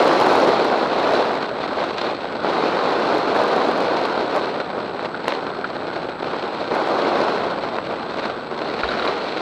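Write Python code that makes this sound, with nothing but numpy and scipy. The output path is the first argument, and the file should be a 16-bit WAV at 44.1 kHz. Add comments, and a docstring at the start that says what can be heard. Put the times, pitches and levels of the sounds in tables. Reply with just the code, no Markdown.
"""Gusty wind is heard first: a close, uneven buffeting with a hissing top, sharp slaps and ticks.
The microphone sits behind the port of a closed camera housing, fixed to the keel of a hang glider coming in to land.
Noise and sparse spikes, shaped by the gusts, make the airflow; its deepest pressure troughs overload into ticks.
Short pulses make the slaps, decaying sines and noise the knocks of the frame at the mount.
Behind them lie the wing's drone as low noise, and a faint whine and hiss from the electronics."""
import sys
import numpy as np
from scipy import signal
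from scipy.fft import rfft, irfft, next_fast_len
from scipy.io import wavfile
from scipy.ndimage import uniform_filter1d, map_coordinates

SR = 44100
rng = np.random.default_rng(int(sys.argv[2]) if len(sys.argv) > 2 else 0)


def pcm_store(signal):
    """Save signal as 16-bit PCM."""
    levels = np.round(np.clip(np.atleast_2d(signal), -1, 1) * 32767)
    wavfile.write(sys.argv[1], SR, levels.astype(np.int16).T)


N = 414979

# Airflow at the port: [t/s, buffeting level/dB, port hiss relative to buffeting/dB]
GUST_COURSE = [(0.0, -15.5, -11), (0.05, -14.5, -15), (0.08, -13.5, -15), (0.42, -14, -15), (0.6, -18, -12),
               (0.84, -18, -14.5), (0.91, -21.5, -10.5), (1.15, -16, -13.5), (1.57, -28, -12),
               (1.65, -24.5, -9.5), (1.67, -28, -11.5), (1.83, -22.5, -11), (1.96, -27, -12),
               (1.99, -27, -7), (2.1, -22, -11), (2.12, -25.5, -11), (2.17, -31.5, -10),
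               (2.41, -27.5, -11.5), (2.44, -24, -12), (2.49, -19, -13), (2.98, -19, -12.5),
               (3.01, -18, -14), (3.3, -20.5, -12.5), (3.33, -17.5, -15), (3.38, -17, -14),
               (4.22, -22.5, -11.5), (4.27, -24.5, -10.5), (4.3, -22.5, -11), (4.37, -17, -16),
               (4.43, -23, -11), (4.72, -30.5, -12), (4.74, -25.5, -15.5), (4.93, -31, -10),
               (5.06, -26, -11.5), (5.08, -30.5, -12.5), (5.24, -30.5, -10.5), (5.29, -22.5, -11),
               (5.37, -27, -10.5), (5.58, -30.5, -12), (6.05, -29.5, -11), (6.16, -34.5, -11.5),
               (6.26, -26.5, -12), (6.42, -27.5, -10), (6.63, -25.5, -12), (6.68, -30.5, -10),
               (6.73, -20.5, -14), (7.26, -18.5, -13), (7.7, -28.5, -12), (7.78, -28, -10.5),
               (7.81, -32, -10.5), (7.92, -27, -12), (8.02, -30.5, -11.5), (8.25, -26.5, -9.5),
               (8.36, -30.5, -11.5), (8.49, -32, -11.5), (8.6, -27.5, -11), (8.88, -26.5, -7),
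               (9.07, -22.5, -9.5), (9.3, -28, -7), (9.41, -25.5, -7.5)]
# Sudden puffs and slight dips inside the flow: [t/s, level change/dB, length/ms]
PUFF_EVENTS = [(1.067, 3, 11), (1.424, 6, 8.9), (1.601, 6, 7.4), (1.628, 3.5, 23), (1.678, 6, 25),
               (1.785, 2.5, 12), (1.838, 4.5, 13), (1.906, 8, 6), (1.93, 6, 9.3), (1.982, 9, 6.5),
               (2.012, 8, 10), (2.043, 3.5, 15), (2.085, 2, 17), (2.25, 3, 10), (2.35, 2, 10),
               (2.445, 3, 12), (3.262, -1, 9.4), (3.364, 1, 11), (3.675, -1, 8), (3.711, 0, 10),
               (3.803, 4, 5.9), (3.897, 0, 13), (3.964, 2, 13.5), (4.05, 8.5, 10), (4.175, 5, 8),
               (4.6, 6, 12), (4.73, 4.5, 8.3), (4.8, 6, 8.9), (5.045, 9, 15), (5.277, 6, 8),
               (5.321, 5, 6.9), (5.349, 6, 5), (5.466, 7, 8.1), (5.754, 6, 14), (5.8, 1.5, 35),
               (5.898, 2, 10), (5.955, 4.5, 25), (6.085, 6, 9.8), (6.115, 5.5, 9), (6.15, 1, 18),
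               (6.197, 5, 11), (6.308, 4.5, 9.3), (6.718, 1, 9.2), (7.636, 6, 9.1), (7.783, 6.5, 7.9),
               (7.905, 7, 11), (8.095, 5.5, 12), (8.139, 3, 6), (8.184, 4, 10), (8.227, 3.5, 39),
               (8.29, 2, 37), (8.525, 3.5, 22), (8.606, 3, 25), (8.791, 3, 12), (8.83, 2, 28),
               (8.885, 2, 11), (8.912, 0.5, 21), (8.97, 1.5, 27), (9.048, 5.5, 10), (9.074, 5, 16)]
# Colour of the low buffeting: [f/Hz, gain/dB]
BUFFET_COLOUR = [(20, -77.5), (76, -39.5), (180, -15), (270, -8), (364, -3), (440, -2.5), (535, -2.5),
                 (650, -3.5), (800, -5), (1200, -11.5), (1700, -28), (3000, -56), (8000, -110)]
# Colour of the mid-range roar: [f/Hz, gain/dB]
ROAR_COLOUR = [(300, -60.5), (600, -33), (1000, -3.5), (1300, -2), (1520, -2), (1700, -11.5), (2200, -30.5),
               (3000, -54), (8000, -110)]
# Colour of the hiss at the port: [f/Hz, gain/dB]
HISS_COLOUR = [(500, -60), (1200, -31), (1800, 1.5), (2500, 1.5), (2900, -2), (3500, -1), (4230, 1.5),
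               (5000, -12), (5680, -19), (6500, -24), (9000, -35.5), (15500, -89)]
# Colour of the airflow's topmost fizz: [f/Hz, gain/dB]
FIZZ_COLOUR = [(1500, -69.5), (3000, -34), (5000, 6.5), (6500, -5), (8500, -12), (10500, -19.5),
               (13000, -24), (15000, -26.5), (15600, -36)]
# Single hard eddies that slap the port: [t/s, peak level ahead of the port/dB, width/ms]
SLAP_EVENTS = [(0.22, 0, 0.44), (1.604, -7, 0.5), (1.64, -8, 0.37), (1.787, -7, 0.34), (1.982, -8, 0.088),
               (2.4469, -2.5, 0.48), (3.366, -3, 0.44), (4.178, -4, 0.52), (4.9945, -7, 0.31),
               (5.2562, -9, 0.29), (5.2816, -0.5, 0.14), (5.3227, -4.5, 0.15), (6.7209, -6.5, 0.63),
               (7.786, -4, 0.29), (8.242, -9, 0.3), (8.9715, -11, 0.33), (9.05, -9, 0.28),
               (9.0665, -3, 0.36)]
# Overload ticks at set times, some on a slap: [t/s, relative level/dB]
TICK_EVENTS = [(0.0265, -34), (0.046, -35), (0.079, -31), (0.131, -38), (0.2015, -32), (0.2135, -30.5),
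               (0.235, -35), (0.264, -33), (0.2843, -37), (0.3095, -38), (0.333, -37), (0.358, -32),
               (0.4003, -35), (0.4475, -38), (0.4746, -37), (0.6465, -35), (0.7824, -42), (1.1222, -42),
               (3.183, -38), (3.365, -37), (3.437, -37), (3.481, -38), (3.5632, -38), (3.6816, -41),
               (3.7133, -39), (3.7776, -40), (3.807, -38), (4.0564, -37), (4.363, -34), (5.2825, -28.5),
               (6.751, -37), (6.8879, -40), (9.061, -40)]
# Knocks through the frame, relative levels: [t/s, low mode/dB, middle mode/dB, upper mode/dB, sway/dB]
KNOCK_EVENTS = [(5.144, -16.5, -40, -48, -59), (5.6428, -12.5, -26, -29, -55), (8.8338, -9, -18, -28, -33),
                (8.889, -18, -30, -15, -55), (8.915, -13.5, -32, -32, -49), (8.935, -17, -32, -31, -55),
                (8.9948, -22, -26, -19, -55), (9.024, -16, -30, -18, -48), (9.076, -21, -19, -15, -54)]
# Modes of the frame (low, middle, upper, sway): [f/Hz, time to fall 60 dB/s]
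FRAME_MODES = [(1410, 0.021), (2370, 0.015), (3920, 0.012), (60.4, 0.25)]
# Colour of a knock's dry body: [f/Hz, gain/dB]
RAP_COLOUR = [(300, -31), (1000, 2), (1500, 9.5), (2400, -13.5), (4000, -8), (8000, -50), (15000, -80)]
# Colour of the wing's steady drone: [f/Hz, gain/dB]
WING_COLOUR = [(15, -27.5), (30, -10.5), (60, -3), (150, 7.5), (250, 12), (500, -2), (1000, -38),
               (4000, -100)]
# Colour of the input's own hiss: [f/Hz, gain/dB]
INPUT_HISS_COLOUR = [(3000, -8.5), (6000, 0), (10000, -2), (13000, 0), (15000, -9), (15600, -16)]

CRUISE_DB = -21  # buffeting of a middling gust
ROAR_DB, ROAR_GROWS = -30, 0.68  # at a middling gust; dB per dB of gust
FIZZ_DB, FIZZ_GROWS, FIZZ_FOLLOWS = -44, 1.62, 0.67  # same, then dB per dB of relative port hiss
BASS_HZ, BASS_LAGS = 436, 0.13  # below it the buffeting grows this many dB per dB less than the gust
# shared flutter, and the own flutter of buffet, roar and hiss, dB rms before choppiness; knots per second
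FLUTTER_DB, OWN_FLUTTER_DB, FLUTTER_RATE = 0.12, .5, 36
PUFF_ONSET_S = .0009
PORT_HZ, PORT_WIDTH_HZ = 4200, 4700  # the port resonates broadly here and muffles what lies above
OVERLOAD = .52  # trough depth that overloads
TICK_DB, TICK_GROWS = -42.5, 1.4  # relative level there, dB per dB deeper
MODE_ATTACKS_S = (.0012, 0.0012, 0.0011, 0.0027)  # one per frame mode
WHINE_HZ, BEAT_HZ = 7867.2, 29.97
WHINE_DB, FLIP_SHARPNESS = -65, 5
CEILING, TOP_HZ = .93, 15600  # rounding level and band limit of the input


def airflow():
    """Turbulence at the port drives four layers; common lumps of air modulate all, common spikes excite all."""
    s, *levels = np.transpose(GUST_COURSE)
    buffet_db, hiss_over_db = (np.interp(np.arange(N) / SR, s, level) for level in levels)
    gust_db = buffet_db - CRUISE_DB
    choppy = np.clip(1 - 0.073 * gust_db, .3, 2)  # slack air flutters, a full gust streams evenly
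    flutter_db = choppy * FLUTTER_DB * wobble(FLUTTER_RATE)
    lumps_db = choppy * (0.099 * wobble(30) + 0.59 * wobble(70) + 1.66 * wobble(240))
    spikes = choppy * eddies(rate=300, spread_db=6.5)

    def layer(lump_share, patchy_db, spike_share, colour):
        """Patchy noise and the common spikes, swelled by the lumps and then coloured."""
        turbulence = patchy(patchy_db) + spike_share * spikes
        return coloured(amp(lump_share * lumps_db) * turbulence, colour)

    def own_flutter_db():
        """Level flutter drawn anew for one layer."""
        return choppy * OWN_FLUTTER_DB * wobble(FLUTTER_RATE)

    buffet = layer(0.6, 1.27, .45, BUFFET_COLOUR)
    roar = layer(0.2, 1.0, .45, ROAR_COLOUR)
    hiss = layer(0.74, 1.1, .4, HISS_COLOUR)
    fizz = layer(1.5, 0.5, .3, FIZZ_COLOUR)
    bass = signal.sosfiltfilt(signal.butter(2, BASS_HZ, fs=SR, output="sos"), buffet)
    buffet = buffet + (amp(-BASS_LAGS * gust_db) - 1) * bass
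    small_slaps = signal.fftconvolve(-eddies(rate=45, spread_db=1.0), suction(width_ms=0.37), "same")
    chop_db = puffs() + flutter_db

    body = amp(buffet_db + own_flutter_db()) * (unit(buffet) + 0.31 * unit(small_slaps))
    body += amp(ROAR_DB + ROAR_GROWS * gust_db + own_flutter_db()) * unit(roar)
    top = amp(buffet_db + hiss_over_db + own_flutter_db()) * unit(hiss)
    top += amp(FIZZ_DB + FIZZ_GROWS * gust_db + FIZZ_FOLLOWS * hiss_over_db) * unit(fizz)
    return amp(0.85 * chop_db) * body + amp(chop_db) * top


def eddies(rate, spread_db):
    """Sparse suction spikes, on average rate per second, of unequal but bounded size."""
    chance, size = rng.random(N), rng.exponential(size=N)
    return -unit((chance < rate / SR) * amp(spread_db * np.minimum(size, 2)))


def puffs():
    """A gain in dB that shifts suddenly at each puff or slight dip, holds and lets go."""
    gain_db, t = np.zeros(N), np.arange(SR // 5) / SR
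    for s, change_db, lasts_ms in PUFF_EVENTS:
        onset = 1 - np.exp(-t / PUFF_ONSET_S)
        release = np.exp(-(t / lasts_ms * 1000) ** 3)
        gain_db[round(s * SR):][:len(t)] += change_db * onset * release
    return gain_db


def suction(width_ms):
    """A short drop of pressure inside a broader, weaker swell."""
    u = np.arange(-SR // 200, SR // 200) / SR / (width_ms / 1000 * .42)
    return np.exp(-u * u / 2 / 5 ** 2) / 5 - np.exp(-u * u / 2)


def slaps():
    """The hardest eddies stand out one by one, heard through the damped resonance of the port."""
    pulses = np.zeros(N)
    for s, db, width_ms in SLAP_EVENTS:
        pulse = suction(width_ms)
        pulses[round(s * SR) - len(pulse) // 2:][:len(pulse)] += amp(db) * pulse
    hz = np.fft.rfftfreq(N, 1 / SR)
    port = PORT_HZ ** 2 / (PORT_HZ ** 2 - hz ** 2 + 1j * hz * PORT_WIDTH_HZ)
    return irfft(rfft(pulses) * port, N)


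def ticks(pressure):
    """An overload cuts the cap off a deep trough: a sharp corner, then a softer one a fraction of a ms later."""
    out, t, chance = np.zeros(N + SR), np.arange(SR // 100) / SR, rng.random(N)
    troughs = signal.find_peaks(-pressure, height=OVERLOAD, distance=SR // 500)[0]
    deeper_db = 20 * np.log10(-pressure[troughs] / OVERLOAD)
    overloads = list(zip(troughs, TICK_DB + TICK_GROWS * deeper_db))
    overloads += [(round(s * SR), db) for s, db in TICK_EVENTS]
    for at, db in overloads:
        width = 0.0002 + 0.00019 * chance[at]  # seconds
        # unit slope per sample at the first corner
        cap = SR * np.maximum(t * (width - t), 0) / width * np.exp(-1.2 * t / width)
        out[at:][:len(t)] += amp(db + 18.5) * cap
    return signal.sosfilt(signal.butter(2, [2500, 13000], "band", fs=SR, output="sos"), out[:N])


def frame():
    """Each knock is a dry noise rap that rings the modes of the frame at its own strengths."""
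    ringing, raps, t = np.zeros(N + SR), np.zeros(N + SR), np.arange(SR // 2) / SR
    for s, *levels in KNOCK_EVENTS:
        at = round(s * SR)
        raps[at:][:len(t)] += amp(max(levels) + 1.5 - 60 * t / 0.055) * (1 - np.exp(-t / 0.0023))
        for (hz, t60), db, attack in zip(FRAME_MODES, levels, MODE_ATTACKS_S):
            envelope = amp(db + 4.5 - 60 * t / t60) * (1 - np.exp(-t / attack))
            ringing[at:][:len(t)] += envelope * np.sin(2 * np.pi * hz * t)
    return ringing[:N] + coloured(raps[:N] * rng.standard_normal(N), RAP_COLOUR)


def wing():
    """The wing drones through the mount as low noise, its level wavering slightly."""
    return amp(-39.0 + 0.54 * wobble(3.3)) * unit(coloured(rng.standard_normal(N), WING_COLOUR))


def electronics():
    """A thin whine whose sign flips at a steady beat, over the input's own hiss."""
    t = np.arange(N) / SR
    flips = np.tanh(FLIP_SHARPNESS * np.sin(2 * np.pi * BEAT_HZ * t))
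    whine = amp(WHINE_DB) * flips * np.cos(2 * np.pi * WHINE_HZ * t)
    input_hiss = unit(coloured(patchy(patchy_db=5.0), INPUT_HISS_COLOUR))
    return whine + amp(-77.5) * input_hiss


def patchy(patchy_db):
    """White noise at rms 1 whose gain varies in patches of time and frequency."""
    z = signal.stft(rng.standard_normal(N + 512), nperseg=256)[2]
    field = uniform_filter1d(rng.standard_normal(z.shape), size=2, axis=0)  # over frequency
    field = uniform_filter1d(field, size=10, axis=1)  # over time
    return unit(signal.istft(z * amp(patchy_db * unit(field)), nperseg=256)[1][:N])


def coloured(x, spectrum):
    """x through the causal minimum-phase filter with the given (f/Hz, gain/dB)."""
    size = next_fast_len(N + 8192)
    hz, db = np.transpose(spectrum)
    grid = np.fft.rfftfreq(size, 1 / SR)
    gain = amp(np.interp(np.log(grid + 1), np.log(hz), db))
    cepstrum = irfft(np.log(gain), size)
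    cepstrum[1:size // 2] *= 2  # folding the cepstrum makes the filter causal
    cepstrum[size // 2 + 1:] = 0
    return irfft(rfft(x, size) * np.exp(rfft(cepstrum)), size)[:N]


def wobble(rate):
    """A smooth random curve of rms 1, rate knots a second."""
    knots = rng.standard_normal(int(N * rate / SR) + 4)
    return unit(map_coordinates(knots, [np.arange(N) * rate / SR]))


def unit(x):
    """x at rms 1."""
    return x / np.sqrt(np.mean(x ** 2) + 1e-20)


def amp(db):
    """Gain of a level in dB."""
    return 10 ** (np.asarray(db) / 20)


def scene():
    """Everything that reaches the single microphone channel, with the electronics added."""
    air = airflow()
    return (air + wing() + slaps() + ticks(air) + frame() + electronics())[None]


def record(dry):
    """The input rounds off the highest peaks and keeps nothing above its band limit."""
    size = next_fast_len(N + 8192)
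    rounded = dry / (1 + np.abs(dry / CEILING) ** 8) ** (1 / 8)
    passed = np.fft.rfftfreq(size, 1 / SR) < TOP_HZ
    return irfft(rfft(rounded, size) * passed, size)[:, :N]


dry = scene()
out = record(dry)
pcm_store(out)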